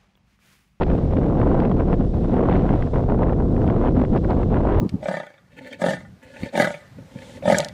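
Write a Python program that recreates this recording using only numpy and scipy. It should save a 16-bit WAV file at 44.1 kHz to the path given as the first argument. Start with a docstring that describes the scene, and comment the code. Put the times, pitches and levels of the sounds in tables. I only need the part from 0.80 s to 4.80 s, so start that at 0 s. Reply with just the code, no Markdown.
"""Low, gusty wind rumble buffets a microphone on an open hillside above a bay.
Large eddies rumble at the microphone port throughout; each gust adds smaller, brighter ones
that flutter and now and then snap or thump. A faint hiss of sea and dry grass lies behind.
The cavity behind the port rings faintly, and a limiter holds the peaks down."""
import sys
import numpy as np
from scipy import signal
from scipy.io import wavfile
from scipy.ndimage import uniform_filter1d, minimum_filter1d

SR = 44100
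rng = np.random.default_rng(int(sys.argv[2]) if len(sys.argv) > 2 else 0)


def inscribe(sig):
    """Save sig as 16-bit PCM at rate SR to the path in sys.argv[1].

    A 1-D sig is mono; a 2-D sig holds one channel per row.
    Samples are clipped to [-1, 1] before scaling.
    """
    pcm = np.round(np.clip(np.atleast_2d(sig).T, -1, 1) * 32767)
    wavfile.write(sys.argv[1], SR, pcm.astype(np.int16))


N = 176400
SNAP_RISE_S = 0.00143


def from_db(db):
    """Decibels to gain."""
    return 10 ** (np.asarray(db) / 20)


def unit_rms(x):
    """Scale to unit rms."""
    return x / np.sqrt(np.mean(x ** 2) + 1e-20)


def in_time(rows):
    """Interpolate (time [s], value) rows at every sample."""
    return np.interp(np.arange(N) / SR, *np.transpose(rows))


def at_hz(rows, hz):
    """Interpolate (frequency [Hz], value) rows on a log-frequency axis."""
    row_hz, values = np.transpose(rows)
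    return np.interp(np.log(hz), np.log(row_hz), values)


def drift(rate_hz):
    """Smooth random curve, unit rms, computed at SR / 10."""
    pole = np.exp(-20 * np.pi * rate_hz / SR)
    white = rng.standard_normal(N // 10 + 4002)
    slow = signal.lfilter([1], [1, -2 * pole, pole * pole], white)[4000:]
    return np.interp(np.arange(N) / 10, np.arange(len(slow)), unit_rms(slow))


def bands(spectrum):
    """Yield (centre [Hz], noise) in half-octave bands across a spectrum; total power one."""
    grid_hz = 14 * 2 ** np.arange(0, 10, .5)
    centres_hz = grid_hz[(grid_hz > spectrum[0][0] / 2 ** .25) & (grid_hz < spectrum[-1][0] * 2 ** .25)]
    gains = from_db(at_hz(spectrum, centres_hz)) * np.sqrt(centres_hz)
    for hz, gain in zip(centres_hz, gains / np.linalg.norm(gains)):
        band = signal.butter(2, [hz / 1.24, hz * 1.24], "band", fs=SR, output="sos")
        white = rng.standard_normal(N + SR // 2)
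        noise = signal.sosfilt(band, signal.sosfilt(band, white))[-N:]
        yield hz, gain * unit_rms(noise)


def evened(x, span_s):
    """Flatten swells slower than span_s; unit rms."""
    size = int(span_s * SR)
    power = uniform_filter1d(uniform_filter1d(x * x, size), size)
    return unit_rms(x / np.sqrt(power + 1e-12))


def large_eddies():
    """Slow pressure lumps on the port: deep rumble and low-mid buffeting."""
    # spectra: (frequency [Hz], relative density [dB])
    rumble_spectrum = [(14, -8.5), (28, 1.5), (45, 1), (75, -0.5), (110, -1), (150, -10)]
    buffet_spectrum = [(110, -7), (160, 1.5), (230, 0.5), (320, -3), (450, -9), (600, -27.5)]
    # envelopes: (time [s], relative level [dB])
    rumble_level = [(0.0, -26.5), (0.14, -19), (0.18, -32), (0.23, -21), (0.59, -25.5), (0.61, -19),
                    (0.92, -26.5), (0.93, -22), (1.38, -22.5), (1.57, -26.5), (1.78, -20), (1.81, -24.5),
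                    (1.95, -19.5), (1.98, -24.5), (2.02, -17.5), (2.09, -31.5), (2.13, -22), (3.11, -22.5),
                    (3.19, -21), (3.25, -26.5), (3.32, -20), (3.36, -30.5), (3.42, -22.5), (3.88, -21.5),
                    (3.9, -26), (3.98, -16.5)]
    buffet_level = [(0.0, -21.5), (0.08, -25.5), (0.1, -18.5), (0.34, -27), (0.35, -20.5), (0.91, -18.5),
                    (1.05, -23.5), (1.14, -18), (1.16, -27.5), (1.2, -18), (1.3, -28), (1.34, -23.5),
                    (1.5, -22), (1.52, -19), (1.62, -19.5), (1.72, -20), (1.95, -19.5), (1.99, -40),
                    (2.06, -21), (2.11, -38), (2.13, -21), (2.23, -25), (2.27, -28), (2.31, -20),
                    (2.6, -22), (2.62, -20.5), (3.06, -20.5), (3.2, -20), (3.295, -26), (3.32, -21),
                    (3.36, -16.5), (3.41, -24), (3.55, -21), (3.67, -22.5), (3.74, -20.5), (3.98, -26)]
    rumble = evened(sum(noise for _, noise in bands(rumble_spectrum)), span_s=0.04)
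    buffet = evened(sum(noise for _, noise in bands(buffet_spectrum)), span_s=0.05)
    return rumble * from_db(in_time(rumble_level) + 2) + buffet * from_db(in_time(buffet_level) - 0.5)


def small_eddies():
    """Brighter turbulence that follows the wind: fluttering in gusts, smoother in lulls."""
    # wind strength at the port: (time [s], relative level [dB])
    gusts = [(0.0, -38), (0.02, -26), (0.05, -42), (0.1, -34.5), (0.29, -42.5), (0.33, -33), (0.35, -42),
             (0.38, -32.5), (0.4, -41), (0.43, -33.5), (0.54, -36.5), (0.59, -31.5), (0.85, -33),
             (0.89, -37), (0.92, -32), (0.93, -42), (1.01, -30.5), (1.04, -41), (1.12, -33), (1.13, -31),
             (1.16, -45.5), (1.2, -37), (1.25, -41), (1.315, -51.5), (1.34, -39), (1.38, -38.5),
             (1.4, -44.5), (1.45, -35), (1.47, -41.5), (1.54, -32.5), (1.65, -32), (1.725, -29.5),
             (1.78, -33.5), (1.85, -36.5), (1.88, -32), (1.95, -34.5), (2.05, -40.5), (2.07, -38.5),
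             (2.115, -47), (2.14, -31.5), (2.19, -33.5), (2.275, -42), (2.295, -30), (2.35, -34.5),
             (2.37, -40.5), (2.39, -34), (2.43, -30.5), (2.45, -33), (2.53, -33.5), (2.55, -42),
             (2.6, -33.5), (2.62, -35.5), (2.68, -41.5), (2.74, -38.5), (2.88, -33), (3.0, -34.5),
             (3.06, -29.5), (3.085, -31.5), (3.1, -37.5), (3.135, -46), (3.165, -33), (3.25, -35.5),
             (3.265, -44), (3.32, -42), (3.335, -33), (3.37, -28.5), (3.4, -52), (3.45, -35.5),
             (3.465, -43), (3.505, -30), (3.56, -38), (3.58, -33.5), (3.63, -33.5), (3.65, -43),
             (3.685, -42.5), (3.72, -33.5), (3.77, -31), (3.82, -36.5), (3.87, -29.5), (3.98, -31.5)]
    # spectrum at middling wind: (frequency [Hz], relative density [dB])
    spectrum = [(300, 0.5), (450, 3.5), (630, 1), (900, -7), (1300, -17), (1800, -26.5), (2600, -34.5),
                (3600, -43.5), (5000, -54)]
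    # gust sensitivity: (frequency [Hz], slope [dB/dB])
    swing = [(300, 1), (550, 0.86), (900, 1.5), (1600, 1.5), (3000, 0.8), (5000, 0)]
    # flutter at middling wind and above: (frequency [Hz], depth [dB])
    flutter_depth = [(300, 1.5), (700, 5), (1500, 4), (3000, 3)]
    # treble shelf: (time [s], gain [dB])
    treble_level = [(0, 4), (.25, 3.5), (.5, -1), (.7, -0.5), (.85, -0.5), (1.5, 2), (1.65, 0.5),
                    (1.76, 5.5), (1.86, 1.5), (2.02, 4), (2.15, -1.5), (2.35, -3.5), (2.48, -4.5),
                    (2.66, -7), (2.92, -2), (3.06, 1), (3.4, 0), (3.6, -1.5), (3.73, 1.5), (3.82, -1),
                    (3.95, 2.5)]
    middling_db, base_db, flutter_db_per_db = -33.5, -25.5, 0.2
    gust_db = in_time(gusts) - middling_db
    treble_db = in_time(treble_level)
    flutter = drift(rate_hz=174)
    flutter = unit_rms(flutter - uniform_filter1d(flutter, size=1400))  # fast part only
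    flutter = np.minimum(flutter, 2) * from_db(flutter_db_per_db * np.minimum(gust_db, 0))
    out = np.zeros(N)
    for hz, noise in bands(spectrum):
        flutter_gain = from_db(at_hz(flutter_depth, hz) * flutter)
        bursts = noise.std() * evened(noise * flutter_gain, span_s=.07)
        treble_share = at_hz([(1200, 0), (2000, 1)], hz)
        level_db = base_db + at_hz(swing, hz) * gust_db + treble_share * treble_db
        out += bursts * from_db(level_db)
    return out


def sea_and_grass():
    """Smooth far hiss; each band wavers slightly."""
    # hiss spectrum: (frequency [Hz], relative density [dB])
    spectrum = [(700, 13), (1500, -2.5), (2500, -8.5), (3400, -3.5), (4800, -7.5), (7000, -13), (9000, -18),
                (10500, -22)]
    # hiss envelope: (time [s], relative level [dB])
    level = [(0.06, -72), (0.13, -69), (0.35, -70), (0.77, -70), (0.8, -70), (0.83, -71.5), (1.55, -68),
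             (1.6, -71.5), (2.12, -67), (2.43, -73.5), (2.85, -67.5), (2.96, -72), (3.44, -68), (3.95, -72)]
    hiss = sum(noise * from_db(0.34 * drift(rate_hz=9.7)) for _, noise in bands(spectrum))
    return hiss * from_db(in_time(level) + 14)


def puff(sos):
    """Filtered turbulence burst, a few milliseconds long; unit rms over its body."""
    t = np.arange(SR // 50) / SR
    burst = signal.sosfilt(sos, rng.standard_normal(len(t)) * t * np.exp(-t / SNAP_RISE_S))
    return burst / np.sqrt(np.sum(burst ** 2) / (2 * SNAP_RISE_S * SR))


def snaps():
    """The sharpest eddies snap across the port: a dull puff topped with thin, bright fizz."""
    # snaps: (time [s], relative puff level [dB], upper corner [Hz], relative fizz level [dB])
    events = [(0.021, -23, 2850, -66), (0.033, -24.5, 3240, -61), (0.101, -29, 2300, -64),
              (0.115, -30.5, 2000, -70), (0.335, -36, 2120, -59), (0.37, -29, 1980, -57),
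              (0.434, -32.5, 1700, -72), (0.615, -22, 1410, -64), (0.676, -32, 1700, -68),
              (0.802, -28.5, 2000, -43.5), (0.835, -32, 1590, -57), (0.851, -24, 1470, -59),
              (0.856, -32, 1800, -50), (0.916, -28.5, 2000, -61.5), (0.999, -29, 1610, -61),
              (1.129, -25.5, 2180, -57), (1.14, -28.5, 1800, -59), (1.58, -33, 1690, -73),
              (1.697, -33, 2400, -58), (1.711, -29, 2380, -60), (1.726, -27, 2100, -63),
              (1.755, -24, 1900, -54), (1.892, -27.5, 2110, -62), (1.929, -33, 1700, -60),
              (2.024, -26.5, 2100, -56), (2.072, -35, 1400, -66), (2.159, -29.5, 1700, -59),
              (2.299, -30.5, 1700, -59), (2.344, -34, 1300, -70), (2.386, -31, 1280, -60),
              (2.423, -30, 1390, -72), (2.433, -26, 2090, -64), (2.471, -35, 2000, -71),
              (2.495, -27.5, 1790, -67), (2.532, -28.5, 1700, -64), (2.602, -37, 1700, -70),
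              (2.764, -30.5, 1800, -61), (2.817, -31, 2000, -53), (2.877, -32, 2540, -56),
              (2.9, -31, 2200, -52), (3.066, -28, 1700, -59), (3.073, -30.5, 2250, -67),
              (3.085, -30, 1480, -67), (3.166, -36, 1400, -62), (3.201, -34, 1500, -60),
              (3.216, -28, 1700, -57), (3.25, -30.5, 1770, -59), (3.362, -32, 2100, -48),
              (3.375, -32, 2120, -46), (3.446, -29, 1690, -53), (3.506, -25.5, 1850, -43),
              (3.521, -36, 1300, -60), (3.631, -29.5, 1800, -64), (3.743, -25.5, 1590, -64),
              (3.77, -24.5, 1580, -68), (3.923, -28, 1390, -66)]
    puff_band = np.vstack([signal.butter(2, 640, "high", fs=SR, output="sos"),
                           signal.butter(1, 1750, "low", fs=SR, output="sos"),
                           signal.butter(4, 3800, "low", fs=SR, output="sos")])
    fizz_band = signal.butter(3, [3280, 4970], "band", fs=SR, output="sos")
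    out = np.zeros(N + SR)
    for time_s, puff_db, corner_hz, fizz_db in events:
        dull_band = np.vstack([puff_band, signal.butter(3, corner_hz, "low", fs=SR, output="sos")])
        snap = from_db(puff_db - 4) * puff(dull_band) + from_db(fizz_db - 6.5) * puff(fizz_band)
        start = max(int((time_s - SNAP_RISE_S) * SR), 0)
        out[start:start + len(snap)] += snap
    return out[:N]


def thumps():
    """Heavy eddies shove the port for a few low cycles each."""
    # thumps: (time [s], relative peak [dB], frequency [Hz])
    events = [(0.366, -17, 260), (0.689, -17, 290), (0.796, -16.5, 280), (1.572, -18, 220),
              (2.406, -24, 220), (2.88, -19.5, 300), (3.09, -17, 260), (3.178, -11, 240),
              (3.217, -14.5, 240), (3.332, -13, 220)]
    sigma_s = 0.0044
    t, out = np.arange(N) / SR, np.zeros(N)
    for time_s, peak_db, hz in events:
        envelope = from_db(peak_db + 2) * np.exp(-.5 * ((t - time_s) / sigma_s) ** 2)
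        out += envelope * np.sin(2 * np.pi * (hz * t + rng.random()))
    return out


def port_cavity(x, resonance_hz=3450):
    """The cavity behind the port rings, lifting a narrow treble band."""
    return x + 0.36 * signal.lfilter(*signal.iirpeak(resonance_hz, Q=8.9, fs=SR), x)


def scene():
    """Wind on the port over the far hiss; mono."""
    wind = large_eddies() + thumps() + small_eddies() + snaps()
    return port_cavity(wind + sea_and_grass())[None]


def record(dry):
    """Fast look-ahead limiter, then a steep low-pass."""
    limit_db, release_db_per_s, attack_s, stopband_hz = -6.5, 90, .002, 11800
    window = int(2 * attack_s * SR)
    over_db = np.maximum(20 * np.log10(np.abs(dry[0]) + 1e-9) - limit_db, 0)
    release_db = release_db_per_s * np.arange(N) / SR
    held_db = np.maximum.accumulate(over_db + release_db) - release_db
    gain_db = uniform_filter1d(minimum_filter1d(-held_db, window), window)
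    lowpass = signal.cheby2(12, 60, stopband_hz, fs=SR, output="sos")
    return signal.sosfilt(lowpass, dry * from_db(gain_db))


dry = scene()
out = record(dry)
inscribe(out)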